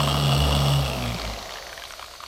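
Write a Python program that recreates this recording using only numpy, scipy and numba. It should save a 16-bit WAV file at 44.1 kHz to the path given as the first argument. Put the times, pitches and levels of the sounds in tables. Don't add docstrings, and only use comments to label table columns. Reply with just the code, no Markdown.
import sys
import numpy as np
from scipy import signal
from scipy.fft import rfft, irfft
from scipy.io import wavfile
from scipy.ndimage import uniform_filter1d, map_coordinates
from numba import njit

SR = 44100
rng = np.random.default_rng(int(sys.argv[2]) if len(sys.argv) > 2 else 0)


def invert_db(level):
    return 10 ** (np.asarray(level, dtype=float) / 20)


def store_wav(level_fs):
    pcm = np.round(np.clip(np.atleast_2d(level_fs), -1, 1) * 32767)
    wavfile.write(sys.argv[1], SR, pcm.T.astype(np.int16))


N = 100239

# start_s, orbit_rate_hz
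ORBIT_SPEED = [(0, 72), (.3, 70.7), (.79, 70.2), (.876, 66.5), (.984, 62.6), (1.2, 56.33), (1.41, 50.3),
               (1.625, 44.85), (1.84, 39.6), (2.05, 34.66), (2.27, 29.6)]
# start_s, first_db, second_db, third_db, fourth_db
PANEL_HUM = [(0, -35.5, -24.5, -34.5, -55), (.15, -30.5, -26.5, -36, -39), (.33, -38, -21, -34.5, -48.5),
             (.42, -21, -25, -37.5, -39), (.48, -23.5, -30, -42.5, -43.5), (.56, -25.5, -25, -31.5, -43),
             (.68, -35.5, -21.5, -40, -42.5), (.8, -30, -22.5, -66, -42), (.88, -31.5, -33, -60, -62),
             (.98, -37, -33.5, -38.5, -38.5), (1.1, -33, -29.5, -46, -37), (1.16, -42, -36.5, -34, -41),
             (1.21, -36.5, -66, -58, -58), (1.27, -30, -35.5, -38.5, -41), (1.36, -36, -47, -78.5, -46),
             (1.43, -48, -51, -62, -55)]
# start_s, pad_pressure_db, gear_rattle_db, rattle_ring_hz, fan_db
LOAD = [(0, -29.5, -35.5, 2960, -44), (.2, -30, -37.5, 2980, -45), (.35, -30, -31, 2940, -44.5),
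        (.5, -29, -32, 2924, -44), (.75, -30.5, -35.5, 2990, -44), (.85, -32.5, -35.5, 2840, -47.5),
        (.95, -32, -46, 2640, -48), (1.1, -35, -40.5, 2350, -50), (1.2, -36.5, -39.5, 2200, -55),
        (1.35, -38.5, -47, 2000, -61), (1.55, -40.5, -70, 2130, -60.5), (1.9, -49, -51, 2180, -53.5),
        (2.27, -93, -74, 2230, -56.5)]
# pitch_hz, level_db
PAD_COLOUR = [(140, -5), (240, -2.5), (277, -4), (313, -8.5), (666, 0.5), (973, -7), (1260, -10),
              (1520, -18.5), (2300, -19.5), (2990, -48), (5060, -120)]
# pitch_hz, level_db
GRIT_COLOUR = [(1350, -55), (2300, -43), (2830, 3), (3310, -5), (3740, -1.5), (5610, -3), (6500, -14.5),
               (8160, -11), (10000, -66), (13000, -59), (22000, -120)]
# pitch_hz, level_db
FAN_COLOUR = [(5590, -33), (9300, 6), (10100, 0), (11000, 7.5), (12300, 8), (13300, 8.5), (14100, -10),
              (15100, 4), (20000, 3)]
# pitch_hz, level_db
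RUSH_COLOUR = [(15, -38), (25, 5), (65, 6), (222, -8.5), (681, 5.5), (800, -5.5), (1190, 1), (1890, -3.5),
               (3000, -4), (3900, -0.5), (6600, -120)]
# pitch_hz, level_db
RUSH_TOP_COLOUR = [(1760, -38), (3000, -11), (3820, -10), (4380, -1), (5200, -8), (6130, -5.5), (8580, -20),
                   (13200, -13.5), (15500, -19.5)]
# pitch_hz, width_hz, level_db
HOUSING_RINGS = [(605, 270, -6.5), (1220, 230, -5), (4350, 660, -7), (5400, 510, -11), (8130, 1340, -12.5)]
# multiple_of_orbit_rate, level_db
WHINE_TONES = [(74.7, -4), (87.3, -3), (91.7, 0), (100.1, 0), (102.6, -3), (107.6, -2), (112.7, -1),
               (114.7, -2), (120.9, -2), (123.4, 1), (127.8, -2), (130.5, -2), (139.3, 0), (140.6, 2),
               (146.4, -3), (155.1, 1), (165.8, -3), (187.3, -3), (194, -5), (202.7, 1), (225.7, -1),
               (243.7, -6), (291.2, -4)]
# start_s, peak_db, pitch_hz
KNOCKS = [(1.12, -22, 2290), (1.144, -18.5, 4600), (1.162, -21, 2400), (1.185, -23.5, 3660),
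          (1.197, -18.5, 4420), (1.217, -17.5, 4540), (1.238, -25, 2410), (1.251, -19.5, 3230),
          (1.276, -18, 4200), (1.298, -21, 4300), (1.32, -28, 2880), (1.336, -20.5, 4170),
          (1.364, -26, 2590), (1.388, -20, 4250), (1.427, -21.5, 4300), (1.457, -24.5, 1910),
          (1.493, -22, 1960), (1.508, -22.5, 3030), (1.522, -22, 3640), (1.538, -19.5, 4550),
          (1.557, -19.5, 1700), (1.572, -20.5, 3050), (1.585, -21, 1710), (1.625, -23.5, 1870),
          (1.668, -22, 1820), (1.694, -22, 1680),
          (1.729, -19.5, 1530), (1.777, -20, 1720), (1.797, -27.5, 3120), (1.821, -19.5, 1700),
               (1.838, -21, 3070), (1.853, -21, 4100), (1.907, -19.5, 1240), (1.923, -21, 5900),
               (1.937, -22.5, 1290), (1.995, -19.5, 912), (2.013, -27, 1190), (2.026, -20.5, 1200),
               (2.043, -24.5, 1220), (2.061, -26, 4140), (2.112, -27, 1220), (2.138, -27, 1060),
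               (2.153, -26, 1150), (2.204, -24, 1190), (2.228, -29, 1200), (2.237, -20.5, 1220),
               (2.262, -24, 4500)]
# start_s, peak_db, pitch_hz
SNAPS = [
    (0.52, -17, 3000),
    (0.7347, -18.5, 3430),
    (0.003, -9.5, 1150),
    (0.074, -14.5, 1120),
    (0.143, -16, 1150),
]
# start_s, strength_db
BLOWS = [(0.0026, -23), (0.0151, -21), (0.0322, -19), (0.0487, -22), (0.0588, -23), (0.075, -20.5),
         (0.0853, -19.5), (0.0916, -24), (0.0988, -21.0), (0.1149, -20.5), (0.127, -19.5), (0.1437, -22),
         (0.1555, -20.5), (0.1675, -19.5), (0.176, -23.0), (0.1869, -23), (0.1987, -18), (0.2104, -21),
         (0.2236, -20.5), (0.237, -19.5), (0.2477, -22.0), (0.2578, -20), (0.2685, -20), (0.2807, -21.5),
         (0.2925, -20.0), (0.2992, -29), (0.3078, -22.0), (0.32, -18.5), (0.3255, -26), (0.3343, -23),
         (0.3483, -20), (0.3636, -22), (0.37, -37), (0.379, -21), (0.39, -21.5), (0.4026, -24),
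         (0.4169, -23.5), (0.4238, -26), (0.4381, -21), (0.445, -26), (0.451, -21.0), (0.4641, -28),
         (0.4765, -24.5), (0.4847, -23), (0.493, -27), (0.5077, -19), (0.521, -26), (0.5266, -21.5),
         (0.535, -28), (0.55, -20), (0.5569, -23.0), (0.5642, -24), (0.576, -21.5), (0.59, -21.5),
         (0.6034, -22), (0.6108, -26), (0.6196, -26), (0.627, -25.0), (0.6357, -27), (0.6442, -22),
                 (0.6517, -30), (0.6587, -21), (0.671, -22), (0.6821, -24), (0.6918, -22), (0.702, -24),
                 (0.713, -32), (0.7202, -25), (0.7281, -26), (0.7353, -21), (0.7473, -26), (0.7625, -25),
                 (0.77, -29), (0.7849, -27.0), (0.7922, -25), (0.8047, -29.5), (0.8247, -32),
                 (0.851, -24.5), (0.8603, -21.5), (0.8781, -25), (0.8986, -22.5), (0.915, -27.0),
                 (0.9326, -23), (0.942, -38), (0.9492, -29), (0.966, -28.0), (0.9752, -40), (0.9855, -28),
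                 (1.0062, -30.0), (1.0233, -25), (1.0387, -26.5), (1.053, -32), (1.06, -26), (1.067, -32),
                 (1.0765, -28), (1.0896, -28.5), (1.103, -30.5), (1.1083, -34)]


def unit(x):
    return x / np.sqrt(np.mean(x ** 2))


def curve(table, col):
    table = np.array(table, float)
    return np.interp(np.arange(N) / SR, table[:, 0], table[:, col])


@njit
def moving_bandpass(x, hz, width):
    y, band, low = np.empty(len(x)), 0., 0.
    for i in range(len(x)):
        g = np.tan(np.pi * hz[i] / SR)
        damping = width[i] / hz[i]
        v = (band + g * (x[i] - low)) / (1 + g * (g + damping))
        low += 2 * g * v
        band = 2 * v - band
        y[i] = damping * v
    return y


def ring(x, hz, width):
    return moving_bandpass(x + 1e-18, hz + np.zeros(len(x)), width + np.zeros(len(x)))


def walk(rate):
    k = int(SR / rate)
    steps = np.repeat(rng.standard_normal(N // k + 1), k)
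    return 1.17 * uniform_filter1d(uniform_filter1d(steps, k), k)[:N]


def colour(x, table):
    hz, db = np.array(table, float).T
    log_hz = np.log(np.arange(N // 2 + 1) * SR / N + 1)
    gain = invert_db(np.interp(log_hz, np.log(hz), db, left=-99, right=-99))
    return unit(irfft(rfft(x) * gain, N))


def bursts(at, size, ms):
    sample = np.clip((at * SR).astype(int), 0, N - 1)
    return signal.lfilter([1], [1, -np.exp(-1000 / (ms * SR))], np.bincount(sample, size, N))


def grain(spread_db):
    return rng.standard_normal(N) * invert_db(spread_db * walk(400))


def pad(turns):
    swing = np.cos(2 * np.pi * (turns - .4))
    pressure_db = curve(LOAD, 1)
    scrub = colour(grain(1.0) * invert_db(0.43 * swing), PAD_COLOUR)
    scrub = scrub * invert_db(pressure_db + 0.42 * walk(9.5))
    slowed = np.clip((np.arange(N) / SR - 1.3) / 0.26, 0, .9)
    scrub = scrub - slowed * ring(scrub, 203, 400)
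    grit = colour(grain(1.5) * invert_db(0.86 * swing), GRIT_COLOUR)
    return scrub + grit * invert_db(pressure_db - 8.5)


def hum(turns):
    t, phase = np.arange(N) / SR, 2 * np.pi * (turns - .401)
    fade = np.clip((1.76 - t) / 0.57, 0, 1)
    panel = 0
    for k in (1, 2, 3, 4):
        level = invert_db(curve(PANEL_HUM, k) + 0.74 * walk(30.3))
        drift = (0.3 + 0.35 * k) * walk(9.43)
        panel = panel - level * np.cos(k * phase + drift)
    mains = invert_db(-59) * np.sin(2 * np.pi * 60.3 * t)
    wobble = invert_db(-65) * (1 - fade) * np.sin(2 * np.pi * turns)
    return np.sqrt(2) * (fade * panel + mains + wobble)


def rattle(turns):
    k = np.arange(int(2 * turns[-1]))
    late, uneven = rng.standard_normal((2, len(k)))
    blow_s, blow_db = np.array(BLOWS).T
    chatter_s = np.interp(k / 2 + 0.15 * late, turns, np.arange(N) / SR)
    load_db, ring_hz = curve(LOAD, 2), curve(LOAD, 3)
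    chatter_db = -30 + 3.5 * uneven + load_db[(chatter_s * SR).astype(int)] - load_db[0]
    at = np.r_[blow_s, chatter_s]
    size = invert_db(np.r_[blow_db, chatter_db])
    scrape = uniform_filter1d(bursts(at, size, 2.1), size=40) * rng.standard_normal(N)
    blows = scrape + 6 * bursts(at, size, 0.033)
    main = ring(blows, ring_hz, 380 + 0.51 * np.abs(2950 - ring_hz))
    main = unit(ring(main, ring_hz, 440))
    upper = ring(blows, 3270 + 90 * walk(14.2), 260)
    upper = invert_db(-2) * unit(ring(upper, 3210, 490))
    out = main + upper
    for hz, width, db in HOUSING_RINGS:
        part = unit(ring(ring(blows, hz, width), hz, 0.91 * width))
        out = out + invert_db(db + 1.7 * walk(40.2)) * part
    return invert_db(-36.5) * out


def knocks():
    size = 2048
    out, t = np.zeros(N + size), np.arange(size) / SR
    housing_hz = curve(LOAD, 3)
    for s, db, hz in [*KNOCKS, *SNAPS]:
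        i = int(s * SR)
        click = (t < 1 / SR) * (8 if s > 1.44 else 4)
        decay = np.exp(-1000 * t / 2.6) * np.minimum(t / 0.00045, 1)
        blow = click - rng.standard_normal(size) * decay

        def twice(f, width):
            return ring(ring(blow, f, width), f, 2 * width)

        body = twice(1194, 400) - 0.5 * twice(3290, 700) + 0.59 * twice(1775, 880)
        body = unit(body + 0.27 * twice(housing_hz[i], 350))
        tick = unit(twice(5240, 2400))
        hit = unit(twice(hz, .07 * hz + 220)) + invert_db(-1) * body + invert_db(-12) * tick
        out[i:i + size] += invert_db(db - 2.5) * hit / np.abs(hit).max()
    return out[:N]


def fan():
    pace = np.sqrt(curve(ORBIT_SPEED, 1) / ORBIT_SPEED[1][1])
    hiss = map_coordinates(colour(grain(2.8), FAN_COLOUR), [np.cumsum(pace)], mode="mirror")
    return invert_db(curve(LOAD, 4)) * hiss


def whine(turns):
    hz, housing_db = np.array(RUSH_TOP_COLOUR, float).T
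    t, speed = np.arange(N) / SR, curve(ORBIT_SPEED, 1)
    level = -52 - 4 * (t - 2) + 9 * np.clip(t - 1.15, -.6, 0)
    out = 0
    for multiple, db in WHINE_TONES:
        through_db = 0.93 * np.interp(np.log(multiple * speed), np.log(hz), housing_db)
        tone = np.sin(2 * np.pi * (multiple * turns + rng.random()))
        out = out + invert_db(level + db + 2.0 * walk(20) + through_db) * tone
    return out


def coasting_rush():
    low = colour(grain(1.0), RUSH_COLOUR)
    low = low + 0.95 * ring(low, 692, 83)
    rush = invert_db(-46) * low + invert_db(-50.5) * colour(grain(1.6), RUSH_TOP_COLOUR)
    return rush * invert_db(-5 * (np.maximum(np.arange(N) / SR, 1.3) - 2))


def garage(hits):
    tail = rng.standard_normal(8000) * np.exp(-np.arange(8000) / SR * np.log(1000) / 0.12)
    return invert_db(-12) * signal.fftconvolve(hits, tail / np.sqrt(np.sum(tail ** 2)))[:N]


def scene():
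    turns = np.cumsum(curve(ORBIT_SPEED, 1)) / SR
    hits = rattle(turns) + knocks()
    motor = fan() + whine(turns) + coasting_rush()
    return (pad(turns) + hum(turns) + hits + motor + garage(hits))[None]


def band_limit(x):
    return signal.sosfilt(signal.butter(12, 15640, fs=SR, output="sos"), x)


def record(dry):
    return band_limit(dry)


dry = scene()
out = record(dry)
store_wav(out)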